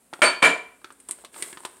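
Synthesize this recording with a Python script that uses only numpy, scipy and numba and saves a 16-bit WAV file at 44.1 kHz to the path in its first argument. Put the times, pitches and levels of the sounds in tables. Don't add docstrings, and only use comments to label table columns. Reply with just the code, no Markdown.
import sys
import numpy as np
from scipy import signal
from scipy.fft import rfft, irfft
from scipy.io import wavfile
from numba import njit

SR = 44100
rng = np.random.default_rng(int(sys.argv[2]) if len(sys.argv) > 2 else 0)


def pcm_store(signal):
    levels = np.round(np.clip(np.atleast_2d(signal), -1, 1) * 32767)
    wavfile.write(sys.argv[1], SR, levels.astype(np.int16).T)


def field_ratio(decibels):
    return 10 ** (np.asarray(decibels, dtype=float) / 20)


N = 79380


def colour(x, points):
    hz, db = np.array(points).T
    f = np.maximum(np.fft.rfftfreq(len(x), 1 / SR), 1)
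    y = irfft(rfft(x) * field_ratio(np.interp(np.log(f), np.log(hz), db)), len(x))
    return y / np.sqrt(np.mean(y ** 2))


def hump(hz, octaves, slope_db=14):
    skirt_db = -slope_db * 3 / octaves
    return [(hz / 8, skirt_db), (hz, 0), (hz * 8, skirt_db)]


def resonance_lift_db(f, table):
    return sum(db / (1 + (2 * (f - hz) / width) ** 2) for hz, width, db in table)


def modes(start_s, hz, gain, t60, phase, span=0.84):
    i = int(start_s * SR)
    t = np.arange(min(int(span * SR), N - i)) / SR
    decay = np.exp(-np.log(1000) * t / t60[:, None])
    out = np.zeros(N)
    out[i:i + len(t)] = gain @ (decay * np.sin(2 * np.pi * hz[:, None] * t + phase[:, None]))
    return out


def add(out, s, x):
    i = int(s * SR)
    out[i:i + len(x)] += x[:N - i]


# f/Hz, level/dB (per Hz)
HUSH_SPECTRUM = [(18, -45), (30, -34.5), (237, -9.5), (277, -5.5), (324, -28), (379, -15), (5890, -32.5),
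                 (8720, -18.5), (15500, -35.5)]


def background():
    rumble = field_ratio(-64.5) * colour(rng.standard_normal(N), hump(55, .5))
    hush = field_ratio(-61.5) * colour(rng.standard_normal(N), HUSH_SPECTRUM)
    return rumble + hush


# t/s, level/dB
SLIDE_LEVEL = [(0, -83.5), (.12, -93), (0.152, -56), (.21, -60.5), (.75, -73), (1.07, -61.5), (1.12, -49),
               (1.169, -56), (1.216, -53), (1.281, -71.5), (1.309, -74), (1.333, -51), (1.381, -41.5),
               (1.5, -42.5), (1.57, -54), (1.63, -52.5), (1.739, -56), (1.8, -57)]
# f/Hz, level/dB (per Hz)
SLIDE_SPECTRUM = [(100, -30.5), (370, -6.5), (600, -13), (1800, -16.5), (6300, -23), (8600, -3),
                  (10500, -16), (15500, -27.5)]
# f/Hz, width/Hz, lift/dB
SLIDE_RESONANCES = [(372, 60, 6), (1060, 90, 7), (1620, 90, 7), (2050, 200, 4)]


def slide():
    grains_per_s, grain_spread_db = 13000, -0.9
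    struck = rng.random(N) < grains_per_s / SR
    grains = struck * rng.standard_normal(N) * field_ratio(grain_spread_db * rng.exponential(size=N))
    friction = colour(grains + 0.11 * rng.standard_normal(N), SLIDE_SPECTRUM)
    lift = field_ratio(resonance_lift_db(np.fft.rfftfreq(N, 1 / SR), SLIDE_RESONANCES))
    s, db = np.array(SLIDE_LEVEL).T
    return irfft(rfft(friction) * lift, N) * field_ratio(np.interp(np.arange(N) / SR, s, db))


def room(x):
    low_t60_s, treble_t60_s, level_db = 0.46, 0.46, -17
    t = np.arange(SR // 2) / SR
    low = signal.lfilter([.3], [1, -.7], rng.standard_normal(len(t))) * field_ratio(-60 * t / low_t60_s)
    treble = 0.19 * rng.standard_normal(len(t)) * field_ratio(-60 * t / treble_t60_s)
    tail = (low + treble) * np.minimum(t / 0.0013, 1)
    tail /= np.sqrt(np.sum(tail ** 2))
    return field_ratio(level_db) * signal.fftconvolve(x, tail)[:N]


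# t/s, peak level/dB, body f/Hz, crack level/dB, treble level/dB
TAP_EVENTS = [(0.1293, -32, 835, -22, -20), (0.1357, -28, 1358, -10.5, -16), (0.192, -36.5, 740, -20, -20),
              (0.816, -48, 1190, -20, -25), (0.8442, -31.5, 1306, -7.5, -25.5),
              (0.9038, -39.5, 1200, -10, -26.5), (.916, -51, 393, -19, -17), (0.9233, -55, 400, -5, 9),
              (1.0008, -59.5, 849, 6, 16.5), (1.0872, -43.5, 717, 0.5, 15.5), (1.0923, -34, 1000, -18, -11),
              (1.1098, -38, 1953, 1.5, 17.5), (1.1873, -41.5, 593, -12.5, -23),
              (1.239, -40.5, 600, -17, -28), (1.2478, -39.5, 1090, 3, 0), (1.3424, -39.5, 1650, -8, -11),
              (1.362, -35, 910, -14, -25), (1.4237, -25.5, 1948, -2, 2), (1.5281, -32.5, 1690, -14.5, -14),
              (1.5723, -34.5, 1042, -5.5, -33.5), (1.604, -42, 940, -20, -2), (1.635, -44, 1050, -9.5, -36),
              (1.6502, -25, 1007, -4.5, -5), (1.768, -49.5, 1000, -6.5, -2)]


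def taps():
    body_t60_s, knock_t60_s, crack_t60_s, snap_t60_s = 0.018, .055, 0.035, 0.044
    attack_s, tail_db, tail_t60_s = .0005, -12.5, 0.15
    crack_spectrum = [(200, -22), (3530, 0), (6000, -8), (10500, -18), (16000, -26)]
    snap_spectrum = hump(8650, 2500 / 8650)
    t, out = np.arange(8192) / SR, np.zeros(N)
    tail = field_ratio(tail_db - 60 * t / tail_t60_s)
    attack = np.minimum(t / attack_s, 1)

    def fade(t60):
        return (field_ratio(-60 * t / t60) + tail) * attack

    cup = field_ratio(-2.5 - 60 * t / 0.043) * np.sin(2 * np.pi * 371.9 * t)
    for s, db, hz, crack_db, treble_db in TAP_EVENTS:
        noise = rng.standard_normal((3, len(t)))
        noise[:, int(attack_s * SR) + 8] -= 5.0
        body = colour(noise[0], hump(hz, 1)) * fade(body_t60_s)
        crack = colour(noise[1], crack_spectrum) * fade(crack_t60_s) * field_ratio(crack_db)
        snap = colour(noise[2], snap_spectrum) * fade(snap_t60_s) * field_ratio(treble_db)
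        knock = field_ratio(-3 - 60 * t / knock_t60_s) * np.sin(2 * np.pi * hz * t)
        add(out, s, field_ratio(db - 4) * (body + knock + crack + snap + cup))
    return out


# t/s, level/dB, f/Hz where the clatter is lifted least, attack/s
KNOCK_BLOWS = [
    (.2182, -8, 1320, 0.00074),
    (.2440, -23, 1320, 0.006),
    (.4222, -19, 4750, 0.00021),
    (0.4253, -11, 1450, 0.00083),
    (.4455, -12.5, 2400, 0.0012),
]
# f/Hz, level/dB (per Hz)
CLATTER_SPECTRUM = [(35, -74), (60, -35.5), (351, -4), (2360, -3.5), (4220, -12.5), (4630, -13.5),
                    (5580, -24), (8870, -15.5), (15500, -56.5)]
# f/Hz, width/Hz, lift/dB
BOWL_RESONANCES = [(378, 23, 5.5), (650, 100, 6.5), (1000, 85, 11), (1400, 130, 12), (1760, 100, 8),
                   (2300, 200, 11), (3100, 200, 6)]


def clatter():
    t60_s, t60_slope, focus_db = 0.28, 0.009, -0.5
    t, out = np.arange(SR // 2) / SR, np.zeros(N)
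    f = np.maximum(np.fft.rfftfreq(len(t), 1 / SR), 1)
    lift_db = resonance_lift_db(f, BOWL_RESONANCES)
    for s, db, least_lift_hz, attack in KNOCK_BLOWS:
        noise = colour(rng.standard_normal(len(t)), CLATTER_SPECTRUM)
        steel = rfft(noise) * field_ratio(lift_db - focus_db * np.log2(f / least_lift_hz) ** 2)
        steel /= np.std(irfft(steel))
        for hz in 62.5 * 2 ** np.arange(0, 8.5, .5):
            band = irfft(steel * np.maximum(1 - 2 * np.abs(np.log2(f / hz)), 0))
            decay = field_ratio(db - 60 * t / (t60_s * (hz / 1000) ** t60_slope))
            add(out, s, decay * np.minimum(t / attack, 1) * band)
    return out


# start t/s, hand damps it at t/s, level/dB, swell/s
KNOCK_RINGS = [
    (.2185, .423, -13, 0.0067),
    (0.429, 1.003, -13, 0.018),
]
LINE_PITCHES = [(600, 673, 1012, 1222, 1455, 2342, 2428, 8942, 10550),
                (140, 452, 722, 968, 1364, 1695, 1845, 2297, 8613)]
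# level/dB, t60/s
FIRST_LINES = [(2.5, 0.12), (-12.5, 0.22), (-4, .22), (-1.5, 0.22), (-8.5, 0.22), (-5, 0.31), (-12, 0.58),
               (-10.5, 0.088), (-18, 0.17)]
# level/dB, t60/s
SECOND_LINES = [(-21, 0.1), (-16.5, 0.55), (-13, 0.44), (-13.5, 0.25), (-5.5, 0.18), (2, .2), (-6, .25),
                (5.5, .2), (-17, .15)]
# start t/s, f/Hz, beat f/Hz
MODE_PAIRS = [(.2440, 4524, 10.8), (.4260, 2350, 14.2), (.4500, 7105, 27.0), (.2185, 8627, 6.0),
              (.4455, 10550, 22.0), (.4260, 12570, 19.0), (.4455, 9500, 35.0)]
# level/dB, t60/s
PAIR_STRENGTH = [(-13, .3), (-8, .4), (-26, .3), (-6, .17), (-28, .2), (-35, .2), (-30, .12)]


def rings():
    t, out = np.arange(N) / SR, np.zeros(N)

    def damp(end):
        return np.exp(-np.maximum(t - end, 0) / .006)

    for (s, end, db, swell), lines, hz in zip(KNOCK_RINGS, (FIRST_LINES, SECOND_LINES), np.array(LINE_PITCHES)):
        line_db, t60 = np.array(lines).T
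        rise = 1 - np.exp(-np.maximum(t - s, 0) / swell)
        phase = 2 * np.pi * rng.random(len(hz))
        out += rise * damp(end) * modes(s, hz, field_ratio(db + line_db), t60, phase)

    first_end = KNOCK_RINGS[0][1]
    opposed = np.array([.5, -.5])
    for (s, hz, beat), (db, t60) in zip(MODE_PAIRS, PAIR_STRENGTH):
        pair_hz = hz + beat * np.array([-.5, .5])
        pair = modes(s, pair_hz, field_ratio(db) * opposed, np.full(2, t60), np.zeros(2))
        out += pair * (damp(first_end) if s < first_end else 1)
    return out


def scene():
    near = slide() + taps() + clatter()
    return (near + rings() + room(near) + background())[None]


@njit
def limit(x, top, release):
    y, e = np.empty(len(x)), 0.
    for i in range(len(x)):
        e = max(abs(x[i]), e * (1 - release))
        y[i] = x[i] * min(1., top / (e + 1e-9))
    return y


def low_pass(x):
    return signal.sosfilt(signal.butter(12, 16530, fs=SR, output="sos"), x)


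def record(dry):
    low_hz, top_hz, ceiling, release_s = 130, 15700, 0.7, 0.028
    mic = signal.sosfilt(signal.butter(2, low_hz, "high", fs=SR, output="sos"), dry[0])
    held = limit(mic, ceiling, 1 / (release_s * SR))
    mix = signal.sosfilt(signal.ellip(6, .2, 40, top_hz, fs=SR, output="sos"), held)[None]
    return low_pass(mix)


dry = scene()
out = record(dry)
pcm_store(out)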